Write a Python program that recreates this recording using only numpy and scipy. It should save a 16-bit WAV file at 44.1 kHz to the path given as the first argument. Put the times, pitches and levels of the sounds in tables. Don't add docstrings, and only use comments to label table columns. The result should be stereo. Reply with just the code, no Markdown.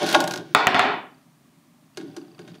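import sys
import numpy as np
from scipy import signal
from scipy.fft import rfft, irfft, next_fast_len
from scipy.io import wavfile
from scipy.ndimage import uniform_filter1d

SR = 44100
rng = np.random.default_rng(int(sys.argv[2]) if len(sys.argv) > 2 else 0)


def inscribe(sig):
    pcm = np.round(np.clip(np.atleast_2d(sig).T, -1, 1) * 32767)
    wavfile.write(sys.argv[1], SR, pcm.astype(np.int16))


def gain_from_db(level_db):
    decades = np.asarray(level_db, float) / 20
    return 10 ** decades


N = 114660

# centre in Hz, width in Hz, relative level in dB.
RAMP_UPPER = [(595, 55, 1), (651.6, 44, 0), (770, 38, 2.5), (937, 60, -4), (1075.6, 59, -6),
              (1447, 18, 2.5), (1540, 150, -7), (1649, 60, -4), (1820, 33, -10.5), (2200, 70, -7),
              (2326, 210, -10.5), (3100, 900, -8), (3780, 83, -0.5)]
# centre in Hz, width in Hz, relative level in dB.
RAMP_LOW = [(185, 20, -9), (220.7, 17, -7), (271, 53, -1), (289, 30, 3), (348, 42, 1.5), (400, 150, -2.5),
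            (450, 62, -10.5)]


def unit(x):
    return x / np.sqrt(np.mean(x ** 2) + 1e-20)


def along(points, hz):
    f, v = np.transpose(points)
    return np.interp(np.log(hz + 1), np.log(f + 1), v)


def filtered(x, response):
    m = next_fast_len(x.shape[-1] + SR // 2)
    spectrum = rfft(x, m) * response(np.fft.rfftfreq(m, 1 / SR))
    return irfft(spectrum, m)[..., :x.shape[-1]]


def band(f, hz, width_hz):
    return 1j * f * width_hz / (hz * hz - f * f + 1j * f * width_hz)


def soft(f, hz):
    return 1 / (1 + 1j * f / hz) ** 2


def resonances(f, modes):
    return sum((-1) ** k * gain_from_db(db) * band(f, hz, width) for k, (hz, width, db) in enumerate(modes))


def pair(z, likeness):
    def mid_side_gains(hz):
        angle = np.arccos(np.clip(along(likeness, hz), -1, 1)) / 2
        return np.array([np.cos(angle), np.sin(angle)])

    mid, side = filtered(z, mid_side_gains)
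    return np.array([mid + side, mid - side])


def add(track, s, sound):
    i = round(s * SR)
    track[..., i:i + sound.shape[-1]] += sound[..., :max(track.shape[-1] - i, 0)]


def burst(t60, response):
    t = np.arange(SR // 10) / SR
    return unit(filtered(rng.standard_normal(len(t)), response)) * gain_from_db(-60 * t / t60) / 2


def struck(points):
    size = 8192
    cepstrum = irfft(np.log(gain_from_db(along(points, np.fft.rfftfreq(size, 1 / SR))) + 1e-6), size)
    cepstrum[1:size // 2] *= 2
    cepstrum[size // 2 + 1:] = 0
    click = irfft(np.exp(rfft(cepstrum)), size)[:SR // 10]
    return click / np.abs(click).max()


def background():
    # frequency in Hz, relative level in dB per Hz.
    hum_colour = [(15, -33.5), (30, -14), (90, -14), (162, 1.5), (206, -7.5), (240, 0), (422, -19),
                  (476, -27), (1180, -17.5), (1500, -29.5), (1950, -61.5), (3300, -120)]
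    hiss_colour = [(350, -25), (600, -2), (1190, -16.5), (1520, -12), (1640, -9), (9030, -17.5),
                   (15600, -21)]
    # frequency in Hz, left-right likeness.
    noise_likeness = [(60, .6), (180, 1), (550, 0.64), (1650, 0.37), (5000, 0.22), (15000, .6)]
    hum_db, hiss_db = -56.5, -63.5

    def noise(colour):
        raw = filtered(rng.standard_normal((2, N)), lambda f: gain_from_db(along(colour, f)))
        return unit(pair(raw, noise_likeness))

    return gain_from_db(hum_db) * noise(hum_colour) + gain_from_db(hiss_db) * noise(hiss_colour)


def lens_motor():
    # start in seconds, end in seconds, mean pip level in dB.
    runs = [(1.111, 1.23, -62.5), (1.93, 1.93, -59), (1.947, 1.955, -59), (2.078, 2.6, -54.5)]
    whine_hz, whine_db = 8850, -80
    ticks_per_s, tick_s, jitter_s, spread_db = 29.8, 0.007, 0.00084, 2.5
    out = gain_from_db(whine_db) * np.sin(2 * np.pi * whine_hz * np.arange(N) / SR)
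    length = round(tick_s * SR)

    def colour(f):
        return band(f, 4663, 160) ** 2 + .4 * band(f, 2650, 300) ** 2 + .7 * band(f, 1200, 250) ** 2

    for start, end, db in runs:
        for s in np.arange(start, end, 1 / ticks_per_s):
            pip = unit(filtered(rng.standard_normal(SR // 20), colour)[-length:])
            when = s + rng.normal(0, jitter_s)
            add(out, when, gain_from_db(db + rng.normal(0, spread_db)) * pip * np.hanning(length))
    return out


def room(x, wet_db, walls_db):
    # frequency in Hz, time to fall 60 dB in seconds.
    decay = [(150, 0.56), (500, 0.4), (1200, 0.39), (3000, 0.39), (6000, 0.25), (12000, .2)]
    # frequency in Hz, left-right likeness.
    tail_likeness = [(60, 0.17), (180, 1), (550, 0.99), (1650, 0.78), (4970, 0.73), (15000, 0.17)]
    # frequency in Hz, relative level in dB.
    tail_colour = [(60, -27.5), (130, -6), (400, 8), (1000, 2), (3000, -3.5), (6000, 0), (12000, 4.5)]
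    # delay in seconds, relative level in dB.
    reflections = [(.0014, -6), (.0032, -6), (.0055, -6), (.0075, -4.5), (.0095, -5), (0.013, -12.5),
                   (0.018, -7), (0.022, -23)]
    scatter_s, wall_top_hz, fade_in_s = .00015, 3500, 0.0049
    hz, t, z = signal.stft(rng.standard_normal((2, SR * 3 // 4)), SR, nperseg=256)
    tail = signal.istft(z * gain_from_db(-60 * t / along(decay, hz)[:, None]), SR, nperseg=256)[1]
    fade_in = np.minimum(np.arange(tail.shape[1]) / SR / fade_in_s, 1)
    tail = tail / np.linalg.norm(tail[0]) * fade_in
    tail = filtered(tail, lambda f: gain_from_db(along(tail_colour, f)))
    response = pair(tail, tail_likeness) * gain_from_db(wet_db)
    response[:, 0] += 1
    smear = filtered(np.eye(1, 64)[0], lambda f: soft(f, wall_top_hz))
    for k, (s, db) in enumerate(reflections):
        for ear in response:
            add(ear, s + rng.uniform(0, scatter_s), (-1) ** k * gain_from_db(db + walls_db) * smear)
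    return signal.fftconvolve(x[None], response, axes=1)


def rolling():
    # time in seconds, then rms levels in dB of the deepest tones,
    # of the rumble, of the upper wood tones and of the rail hiss.
    passages = [
        [(0.0, -41, -26, -26.5, -35), (0.09, -40, -32.5, -33, -31), (0.164, -37, -24.5, -32, -28.5),
         (0.234, -38.5, -44, -32.5, -54.5), (0.348, -41, -31.5, -46.5, -46.5), (0.395, -41, -40, -42, -61.5),
         (0.43, -45.5, -50.5, -54, -60.5), (0.54, -49.5, -53.5, -69, -57.5)],
        [(1.96, -56, -78, -63, -65), (2.01, -50, -71, -64, -59.5), (2.136, -49.5, -54, -59, -65),
         (2.37, -60, -62, -67.5, -72), (2.41, -43, -51, -57.5, -61.5), (2.465, -54.5, -52, -60.5, -67.5),
         (2.495, -44, -63, -59, -55.5), (2.535, -48.5, -60, -67, -69), (2.555, -54, -61, -59, -54),
         (2.6, -52, -66, -70, -87)],
    ]
    # centre in Hz, width in Hz, relative level in dB.
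    table_top_modes = [(122.9, 34, -3.5), (157, 53, -0.5)]
    # frequency in Hz, relative level in dB per Hz.
    hiss_curve = [(880, -34.5), (1500, 2), (1950, -4), (3510, -2.5), (6430, -9.5), (8210, -24),
                  (9330, -16.5), (15500, -37.5)]
    bumps_per_s, spread_db, bump_share = 900, -3, .6
    t, out = np.arange(N) / SR, np.zeros(N)
    hits = rng.random(N) < bumps_per_s / SR
    bumps = hits * rng.standard_normal(N) * gain_from_db(spread_db * rng.standard_normal(N))
    deep = filtered(bumps, lambda f: resonances(f, table_top_modes) * soft(f, 450))
    rumble = filtered(bumps, lambda f: resonances(f, RAMP_LOW) * soft(f, 600))
    upper = filtered(bumps, lambda f: resonances(f, RAMP_UPPER) * soft(f, 2200))
    friction = rng.standard_normal(N) + bump_share * unit(bumps)
    hiss = filtered(friction, lambda f: gain_from_db(along(hiss_curve, f)))
    layers = [unit(x) for x in (deep, rumble, upper, hiss)]
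    for rows in passages:
        s, *levels = np.transpose(rows)
        for layer, db in zip(layers, levels):
            out += layer * gain_from_db(np.interp(t, s, db, -120, -120))
    return out


def skips():
    # time in seconds, level of the lower click in dB, of the upper click in dB.
    marked = [(0.0297, -27, -38), (0.063, -21, -37), (0.0896, -16.5, -32.5), (0.1272, -16, -22),
              (0.204, -14, -24.5), (0.2144, -28.5, -40), (0.2404, -21, -38), (0.276, -17, -32),
              (0.3099, -19, -40), (0.3215, -29, -38.5), (0.337, -19, -47.5), (0.359, -23, -49),
              (0.3753, -27, -46.5)]
    t60_s, rattles, rattle_db = .028, 14, -26
    times = rng.uniform(.05, 0.12, rattles)
    spread = rng.standard_normal((rattles, 2))
    small = [(s, rattle_db + 3 * a, rattle_db - 16 + 3 * b) for s, (a, b) in zip(times, spread)]
    out = np.zeros(N)
    for s, low_db, high_db in marked + small:
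        tick = burst(t60_s, lambda f: band(f, 4200, 3800) ** 2)
        push = burst(0.0022, np.ones_like)
        body = filtered(push, lambda f: resonances(f, RAMP_UPPER) * band(f, 1500, 700))
        body = unit(body) * np.std(tick)
        high = burst(t60_s, lambda f: band(f, 10300, 7000) ** 2)
        add(out, s, gain_from_db(low_db) * (tick + body) + gain_from_db(high_db) * high)
    return out


def knocks():
    # time in seconds, bass ring level in dB, its centre in Hz,
    # upper ring level in dB, its centre in Hz, click level in dB, its centre in Hz.
    blows = [(0.1405, -24, 365, -10.5, 774.4, -27.5, 3500), (0.1468, -19, 325, 0.5, 1480, -13, 3500),
             (0.1502, -15, 320, 2.5, 998, -9, 2900), (1.9724, -26.5, 390, -29, 1500, -25.5, 4770),
             (1.99, -27, 300, -58, 1450, -59, 2200), (2.0006, -56, 365, -38, 1670, -60, 2200),
             (2.0108, -54.5, 326, -37, 1450, -42.5, 4200), (2.028, -27.5, 270, -54, 1400, -63.5, 2980),
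             (2.1649, -26.5, 314, -33, 1320, -29.5, 4127), (2.3916, -35.5, 400, -35.5, 1740, -41, 5370),
             (2.4192, -43.5, 282, -50, 2220, -64, 2500), (2.4771, -41.5, 287, -38.5, 1700, -42, 3730),
             (2.483, -51, 260, -43, 1700, -59, 3950), (2.5431, -46.5, 303, -45, 2700, -47.5, 2900)]
    # centre in Hz, width in Hz, relative level in dB.
    rail_modes = [(2180, 220, 2.5), (2900, 320, -1), (3660, 220, -1), (4340, 660, -1), (4840, 260, 1.5),
                  (5864, 400, 1.5), (7300, 4700, -7), (11490, 3500, -9.5)]
    bass_width_hz, click_t60_s = 59, .04
    ring_width, click_width = 0.62, .9
    out = np.zeros(N)

    def peak(x):
        return x / np.abs(x).max()

    for s, bass_db, bass_hz, upper_db, upper_hz, click_db, click_hz in blows:
        push = np.pad(burst(0.0005, np.ones_like), (0, SR // 5))
        push[0] += 3
        bass = filtered(push, lambda f: resonances(f, RAMP_LOW) * band(f, bass_hz, bass_width_hz))
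        upper = filtered(push, lambda f: resonances(f, RAMP_UPPER) * band(f, upper_hz, ring_width * upper_hz))
        add(out, s, gain_from_db(bass_db) * peak(bass) + gain_from_db(upper_db) * peak(upper))
        click = burst(click_t60_s,
                      lambda f: resonances(f, rail_modes) * band(f, click_hz, click_width * click_hz))
        add(out, s, gain_from_db(click_db) * click)
    return out


def bounces():
    # time in seconds, level in dB, hardness as a low-pass corner in Hz.
    landings = [(.5489, 13, 11000), (.6700, 9, 9000), (.7455, 6, 7000), (.7943, 3.5, 7500),
                (.8268, -2, 4000), (.8502, -5, 2800)]
    # frequency in Hz, relative level in dB, time to fall 60 dB in seconds.
    table_modes = [(171.4, -27, 0.12), (310.3, -21.5, 0.067), (410.4, -18.5, 0.06), (770, -2, 0.043),
                   (961, -16.5, 0.032), (1107, -8.5, 0.026), (1447, -15.5, 0.088), (1949, -9.5, 0.026),
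                   (2310, -15.5, 0.054), (2521, -13, 0.041), (3017, -17, 0.12), (3500, -5, 0.021),
                   (4280, -14.5, 0.062)]
    # frequency in Hz, relative level in dB per Hz.
    crack_curve = [(40, -68.5), (120, -38), (200, -18), (814, 11), (1920, 7), (2560, 6.5), (3830, 0.5),
                   (6620, -17.5), (12300, -31.5), (15600, -34)]
    shrink, loss_db, dulling = 0.84, 9, 0.56
    crack_db, grit_db, grit_t60_s, mode_spread_db = 2, -1, .006, 1.9
    out, t = np.zeros((2, N)), np.arange(SR // 10) / SR
    (before, *_), (last, last_db, last_hz) = landings[-2:]
    more = np.arange(1, 8)
    later_s = last + (last - before) * np.cumsum(shrink ** more)
    later = zip(later_s, last_db - loss_db * more, last_hz * dulling ** more)
    for s, blow_db, contact_hz in [*landings, *later]:
        ring = np.zeros(len(t))
        for hz, db, t60 in table_modes:
            ring += gain_from_db(db + rng.normal(0, mode_spread_db) - 60 * t / t60) * np.sin(2 * np.pi * hz * t) / 4
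        crack = gain_from_db(crack_db) * struck(crack_curve)
        grit = gain_from_db(grit_db) * burst(grit_t60_s, lambda f: gain_from_db(along(crack_curve, f)))
        blow = filtered(ring + crack + grit, lambda f: soft(f, contact_hz)) * gain_from_db(blow_db)
        add(out, s, room(blow, wet_db=3, walls_db=3))
    return out


def scene():
    ramp = room(rolling() + knocks() + skips(), wet_db=-10, walls_db=-9)[:, :N]
    return ramp + bounces() + lens_motor() + background()


def top_cut(x):
    return signal.sosfilt(signal.butter(12, 15730, fs=SR, output="sos"), x)


def record(dry):
    dip, dip_hz, dip_width_hz, bass_hz, top_hz = 0.92, 504, 35, 80, 15700
    ceiling_db, attack_s, release_db_per_s, clip_hard = -1.5, 0.0054, 93, 4
    x = filtered(dry, lambda f: 1 - dip * band(f, dip_hz, dip_width_hz))
    need_db = np.minimum(ceiling_db - 20 * np.log10(np.abs(x).max(0) + 1e-9), 0)
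    climb_db = release_db_per_s * np.arange(N) / SR
    gain_db = np.minimum.accumulate(need_db - climb_db) + climb_db
    late = max(round(attack_s * SR), 2)
    x = x * gain_from_db(uniform_filter1d(gain_db, late, origin=(late - 1) // 2))
    x = x / (1 + np.abs(x / gain_from_db(ceiling_db)) ** clip_hard) ** (1 / clip_hard)
    mix = filtered(x, lambda f: (1j * f / (bass_hz + 1j * f)) ** 2 * (f < top_hz))
    return top_cut(mix)


dry = scene()
out = record(dry)
inscribe(out)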